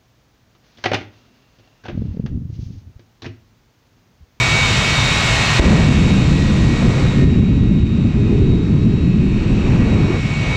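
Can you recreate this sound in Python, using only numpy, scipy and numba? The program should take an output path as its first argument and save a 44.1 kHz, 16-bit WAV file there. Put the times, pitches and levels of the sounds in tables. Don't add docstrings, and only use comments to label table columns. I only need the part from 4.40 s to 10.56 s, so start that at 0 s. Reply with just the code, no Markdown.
import sys
import numpy as np
from scipy import signal
from scipy.fft import rfft, irfft, next_fast_len
from scipy.io import wavfile
from scipy.ndimage import uniform_filter1d
from numba import njit

SR = 44100
rng = np.random.default_rng(int(sys.argv[2]) if len(sys.argv) > 2 else 0)


def store_pcm(level_fs):
    pcm = np.round(np.clip(level_fs, -1, 1) * 32767).astype(np.int16)
    wavfile.write(sys.argv[1], SR, np.atleast_2d(pcm).T)


N = 271656


def undb(db):
    return 10 ** (np.asarray(db) / 20)


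def seconds():
    return np.arange(N) / SR


def curves(table):
    s, *columns = np.transpose(table)
    return [np.interp(seconds(), s, column) for column in columns]


def bumps(rows):
    t = seconds()
    return sum(height * np.exp(-((t - s) / max(length, 0.005)) ** 2) for s, length, height in rows)


def walk(rate_hz):
    hold = int(SR / rate_hz)
    steps = np.repeat(rng.standard_normal(N // hold + 1), hold)
    slewed = uniform_filter1d(uniform_filter1d(steps, hold), hold)
    return 1.3 * slewed[:N]


def noise(spectrum):
    hz, db = np.transpose(spectrum)
    size = next_fast_len(N)
    f = np.maximum(np.arange(size // 2 + 1) * SR / size, 1)
    weight = undb(np.interp(np.log(f), np.log(hz), db, -120, -120))
    x = irfft(rfft(rng.standard_normal(size)) * weight, size)[:N]
    return x / np.sqrt(np.mean(x ** 2))


def low_pass(x, hz, order):
    return signal.lfilter(*signal.butter(order, hz, fs=SR), x)


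# frequency in Hz, relative density in dB per Hz.
HISS_SPECTRUM = [(200, -39), (350, -1.5), (580, -2.5), (1000, -1), (1600, -0.5), (2400, -2.5), (3300, -1.5),
                 (3900, -3.5), (5200, -8.5), (7600, -10.5), (8900, -24.5), (9800, -25), (11500, -35),
                 (14000, -41)]
# frequency in Hz, relative density in dB per Hz.
CLUSTER_SPECTRUM = [(2100, -20), (2400, -0.5), (2650, -2), (2900, -4), (3200, -18.5)]


def intake_hiss(cluster_db):
    hiss = undb(-19 + 0.19 * walk(6.7)) * noise(HISS_SPECTRUM)
    return hiss + undb(cluster_db - 30.0) * noise(CLUSTER_SPECTRUM)


def tone(hz, db, waver_hz, fade_db, flutter_db=2.0):
    phase = 2 * np.pi * (np.cumsum(hz + waver_hz * walk(25)) / SR + rng.random())
    level_db = db + fade_db * walk(4.04) + flutter_db * walk(18)
    return np.sqrt(2) * undb(level_db) * np.sin(phase)


# time in seconds, shaft speed of engine A in Hz, of engine B in Hz.
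SHAFT_SPEEDS = [(0, 109.0, 113.16), (.55, 108.84, 113.02), (1.05, 108.9, 113.1), (1.35, 108.8, 112.75),
                (1.55, 108.98, 112.58), (2.2, 108.93, 112.76), (2.78, 108.42, 112.08),
                (3.65, 109.14, 113.58), (4.22, 108.26, 112.04), (5.05, 109.32, 113.66),
                (5.75, 108.42, 112.1), (6.16, 108.72, 112.9)]
MAIN_ORDERS = (17, 20, 34, 51)
MAIN_REST_DB = [(-36, -34.5, -34, -42.5), (-34.5, -33.5, -34, -44.5)]
# centre in seconds, length in seconds, rise in dB.
MAIN_SWELLS = [
    [[(0, 0.14, 6), (1.03, 0.18, 9.5), (1.4, .15, 8), (2.85, 0.14, 15), (5, .2, 5.5), (6.1, .15, 7)],
     [(.4, 0.088, 9), (.92, 0.31, 7.5), (1.7, .15, 7.5), (2.8, 0.23, 6), (3.2, 0.17, 3.5),
     (6.05, 0.39, 11)], [(.1, 0.36, 8), (.65, 0.13, 5.5), (1.7, 0.19, 6.5), (2.1, 0.073, 8),
     (3.5, 0.45, 10.5), (4.2, .12, 3), (4.93, 0.14, 9), (5.25, 0.085, 4)], [(3.3, .4, 3), (4.5, 0.47, 7),
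     (5.2, 0.33, 4.5), (5.75, 0.18, 9.5)]],
    [[(1.35, 0.28, 5.5), (2, 0.12, 9.5), (2.35, 0.22, 10), (2.8, .15, 7.5), (3.2, 0.17, 9.5),
     (3.7, .15, 4.5), (4.1, .2, 2), (4.7, 0.18, 7), (5.4, 0.12, 9), (5.8, .1, 6.5), (6.16, .08, 6)],
     [(.05, 0.26, 9), (.55, 0.44, 5), (1.5, .25, 8), (2.33, 0.17, 6.5), (3.1, .15, 6.5), (4.95, .2, 5),
     (5.62, 0.18, 11), (6.16, 0.34, 16)], [(.2, .15, 4), (.75, 0.18, 4), (1.76, .1, 5), (3.1, .3, 13),
     (3.55, 0.17, 8), (4.18, 0.21, 10), (4.6, 0.23, 8.5), (5.68, 0.16, 8.5), (6.16, 0.11, 8)],
     [(.2, 0.49, 6), (3.7, .2, 6.5), (5.3, .3, 5)]],
]
WEAK_ORDERS = (23, 26, 28, 37, 40, 42, 45, 60, 68, 85)
WEAK_DB = [(-35, -40, -46, -42, -44, -55, -48, -52, -45, -63),
           (-37, -50, -52, -38, -44, -48, -56, -55, -49, -66)]
# frequency in Hz, level in dB.
LONE_TONES = [(657, -42.5), (1012, -39.5), (1265, -41.5), (2445, -46.5), (2670, -39.5), (2724, -40)]
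INERTIA_S = 0.2


def blade_whine(cluster_db, waver=0.001, weak_fade_db=2.5, main_fade_db=0.87):
    out = np.zeros(N)
    weak = [(hz, db, 2.46 * waver) for hz, db in LONE_TONES]
    for shaft_hz, rest_db, swells, weak_db in zip(curves(SHAFT_SPEEDS), MAIN_REST_DB, MAIN_SWELLS, WEAK_DB):
        shaft_hz = uniform_filter1d(shaft_hz, int(INERTIA_S * SR))
        weak += [(order * shaft_hz, db, waver) for order, db in zip(WEAK_ORDERS, weak_db)]
        for order, db, rows in zip(MAIN_ORDERS, rest_db, swells):
            hz = order * shaft_hz
            out += tone(hz, db + bumps(rows), waver * hz, main_fade_db)
    for hz, db, share in weak:
        inside = 2400 < np.mean(hz) < 3000
        out += tone(hz, db + inside * cluster_db, share * hz, weak_fade_db)
    return out


# time in seconds, share of amplitude.
GROUND_SHARE = [(1.4, 0.083), (3.3, 0.2)]
GROUND_LAG = 24


def track_reflection(whine):
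    share, = curves(GROUND_SHARE)
    return whine - share * np.roll(low_pass(whine, 4600, 2), GROUND_LAG)


def smoke_dulling(whine, smoke):
    smoke = np.clip(smoke, 0, 1)
    return (1 - smoke) * whine + smoke * low_pass(whine, 3200, 1)


# frequency in Hz, relative density in dB per Hz.
EXHAUST_SPECTRUM = [(12, -48), (20, -23.5), (53, -7), (86, -7), (125, -0.5), (146, -3), (170, -9.5),
                    (320, -20.5), (600, -51.5)]
EXHAUST_DB, HOT_RISE_DB = -18, 8


def exhaust():
    hot = np.clip((seconds() - FLAME[0][0]) / 0.2, 0, 1)
    return undb(EXHAUST_DB + HOT_RISE_DB * hot + 0.57 * walk(4.1)) * noise(EXHAUST_SPECTRUM)


# time in seconds, roar level in dB, level of the tearing upper edge in dB
# relative to the roar, level of the deepest throb in dB relative to the roar.
FLAME = [(1.19, -33, -8, -10), (1.22, -8.5, -3.5, -15), (1.26, -4.5, -11, -9), (1.5, -3, -16, -11),
         (1.7, -3.5, -12.5, -9.5), (2.2, -1, -14, -10), (2.62, 0.5, -13, -9.5), (2.85, 2.5, -14, -10.5),
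         (3.05, 4, -15.5, -16), (3.68, 4, -19, -11), (3.88, -0.5, -5.5, -6.5), (4.15, 3.5, -8, -8),
         (4.35, 1.5, -11.5, -12.5), (4.55, 3.5, -13, -15), (4.95, 1, -12, -9.5), (5.3, -1, -10, -4.5),
         (5.72, 0, -9.5, -15), (5.8, -6.5, -12.5, -11), (5.9, -12, -11.5, -4), (6.16, -15, -11, -10)]
# centre in seconds, drop in dB, length in seconds.
STUTTERS = [(2.383, 7.5, 0.041), (2.567, 5, 0.058), (2.723, 11, 0.039), (2.942, 3, 0.026),
            (3.067, 4.5, 0.02), (3.5, 4, 0.045), (3.726, 6.5, .035), (4.234, 4, 0.057), (5.21, 4, 0.024),
            (5.918, 2, 0.036)]
# frequency in Hz, relative density in dB per Hz.
THROB_SPECTRUM = [(10, -18.5), (20, -4.5), (40, -3.5), (65, -1.5), (100, -16)]
ROAR_SPECTRUM = [(12, -52), (20, -17), (49, -4.5), (103, -1.5), (140, -0.5), (210, -2), (270, -9),
                 (330, -20), (450, -53)]
EDGE_SPECTRUM = [(220, -13), (290, -1.5), (370, -2.5), (430, -7.5), (520, -27), (700, -49)]
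EDGE_STUTTER_SHARE = 0.65


def flame_roar():
    roar_db, edge_db, throb_db = curves(FLAME)
    drop_db = bumps([(s, length, db) for s, db, length in STUTTERS])
    roar = undb(0.9 * walk(13)) * noise(ROAR_SPECTRUM)
    throb = undb(throb_db) * noise(THROB_SPECTRUM)
    edge_db = edge_db + (1 - EDGE_STUTTER_SHARE) * drop_db + 0.74 * walk(9.2)
    edge = undb(edge_db) * noise(EDGE_SPECTRUM)
    return undb(roar_db - drop_db) * (roar + throb + edge)


# frequency in Hz, relative density in dB per Hz.
RASP_SPECTRUM = [(300, -17), (480, 2), (700, -6.5), (1000, -8.5), (1500, -13.5), (2500, -14.5)]
# start in seconds, end in seconds, rise in dB.
FLARES = [(1.195, 1.358, 3), (2.4, 2.65, 2.5), (3.8, 3.9, 1.5), (5.23, 5.76, 5.5), (6.04, 6.3, 4.5)]
FLARE_ATTACK_S, FLARE_RELEASE_S = 0.05, 0.023
RASP_DB, RASP_OUT_S, RASP_OUT_DB = -20.5, 5.77, -7.5


def flame_rasp(upper_db):
    t = seconds()
    rasp_db = RASP_DB + RASP_OUT_DB * np.clip((t - RASP_OUT_S) / 0.042, 0, 1)
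    for start, end, db in FLARES:
        attack = np.clip((t - start) / FLARE_ATTACK_S, 0, 1)
        release = np.exp(-np.maximum(t - end, 0) / FLARE_RELEASE_S)
        rasp_db += db * attack * release
    onset = np.clip((t - FLAME[0][0]) / 0.017, 0, 1)
    return onset * undb(rasp_db + upper_db + 0.95 * walk(7.7)) * noise(RASP_SPECTRUM)


# start in seconds, level in dB,
# ringing frequency in Hz, decay time in milliseconds, signed amplitude factor.
THUMPS = [(1.189, -9.5, 131, 4.0, 0.98), (1.1946, 5, 131, 3.4, 1), (1.198, 0.5, 200, 2, 0.94),
          (1.1988, 11.5, 51, 15, -0.77)]


def light_up(rise_ms=0.49):
    out, t = np.zeros(N), seconds()
    for s, db, hz, decay_ms, sign in THUMPS:
        since = np.maximum(t - s, 0)
        rise = 1 - np.exp(-(1000 * since / rise_ms) ** 2)
        decay = np.exp(-1000 * since / decay_ms)
        out += sign * undb(db) * rise * decay * np.cos(2 * np.pi * hz * since)
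    return out


# time in seconds, share of the whine dulled by smoke, level in dB of
# the sound above the roar (whine and rasp), further level in dB of weak tones and hiss near 2.6 kHz.
PATH = [(0, 0.18, 0, -1), (1.2, 0.23, 0.5, 1), (1.8, 0.079, 0, 1.5), (2.6, 0.19, -0.5, -3.5),
        (2.95, 0.7, -5, 5.5), (3.2, 0.69, -6.5, 4), (4, 0.74, -4.5, 2), (4.3, 0.67, -5.5, -3.5),
        (4.7, 0.61, -5.5, 7), (5.2, 0.61, -2.5, 6), (5.9, 0.49, -1, 3.5), (6.16, 0.62, 0, 3)]


def scene():
    smoke, upper_db, cluster_db = curves(PATH)
    whine = undb(upper_db) * (intake_hiss(cluster_db) + blade_whine(cluster_db))
    whine = smoke_dulling(track_reflection(whine), smoke)
    afterburner = flame_roar() + flame_rasp(upper_db)
    return (whine + exhaust() + afterburner + light_up())[None]


@njit
def follow(x, attack, release, start):
    e, out = start, np.empty(len(x))
    for i in range(len(x)):
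        e = e + (x[i] - e) * attack if x[i] > e else e * release
        out[i] = e
    return out


TOP_HZ = 15100


def record(dry, top_db=-9, attack_s=0.057, release_db=11, glide_s=0.024, peak_db=-4, recover_db=150):
    x = dry[0]
    slow = follow(np.abs(x), 1 / (attack_s * SR), float(undb(-release_db / SR)), float(undb(top_db)))
    reduction = 1 - np.minimum(1, undb(top_db) / slow)
    keep = np.exp(-1 / (glide_s * SR))
    x = x * (1 - signal.lfilter([1 - keep], [1, -keep], reduction))
    quick = follow(np.abs(x), 1 / (0.00092 * SR), float(undb(-recover_db / SR)), 0.1)
    limited = x * np.minimum(1, undb(peak_db) / quick)
    rounded = 0.86 * np.tanh(limited / 0.83)
    return signal.sosfilt(signal.ellip(8, 0.2, 70, TOP_HZ, fs=SR, output="sos"), rounded)[None]


dry = scene()
out = record(dry)
store_pcm(out)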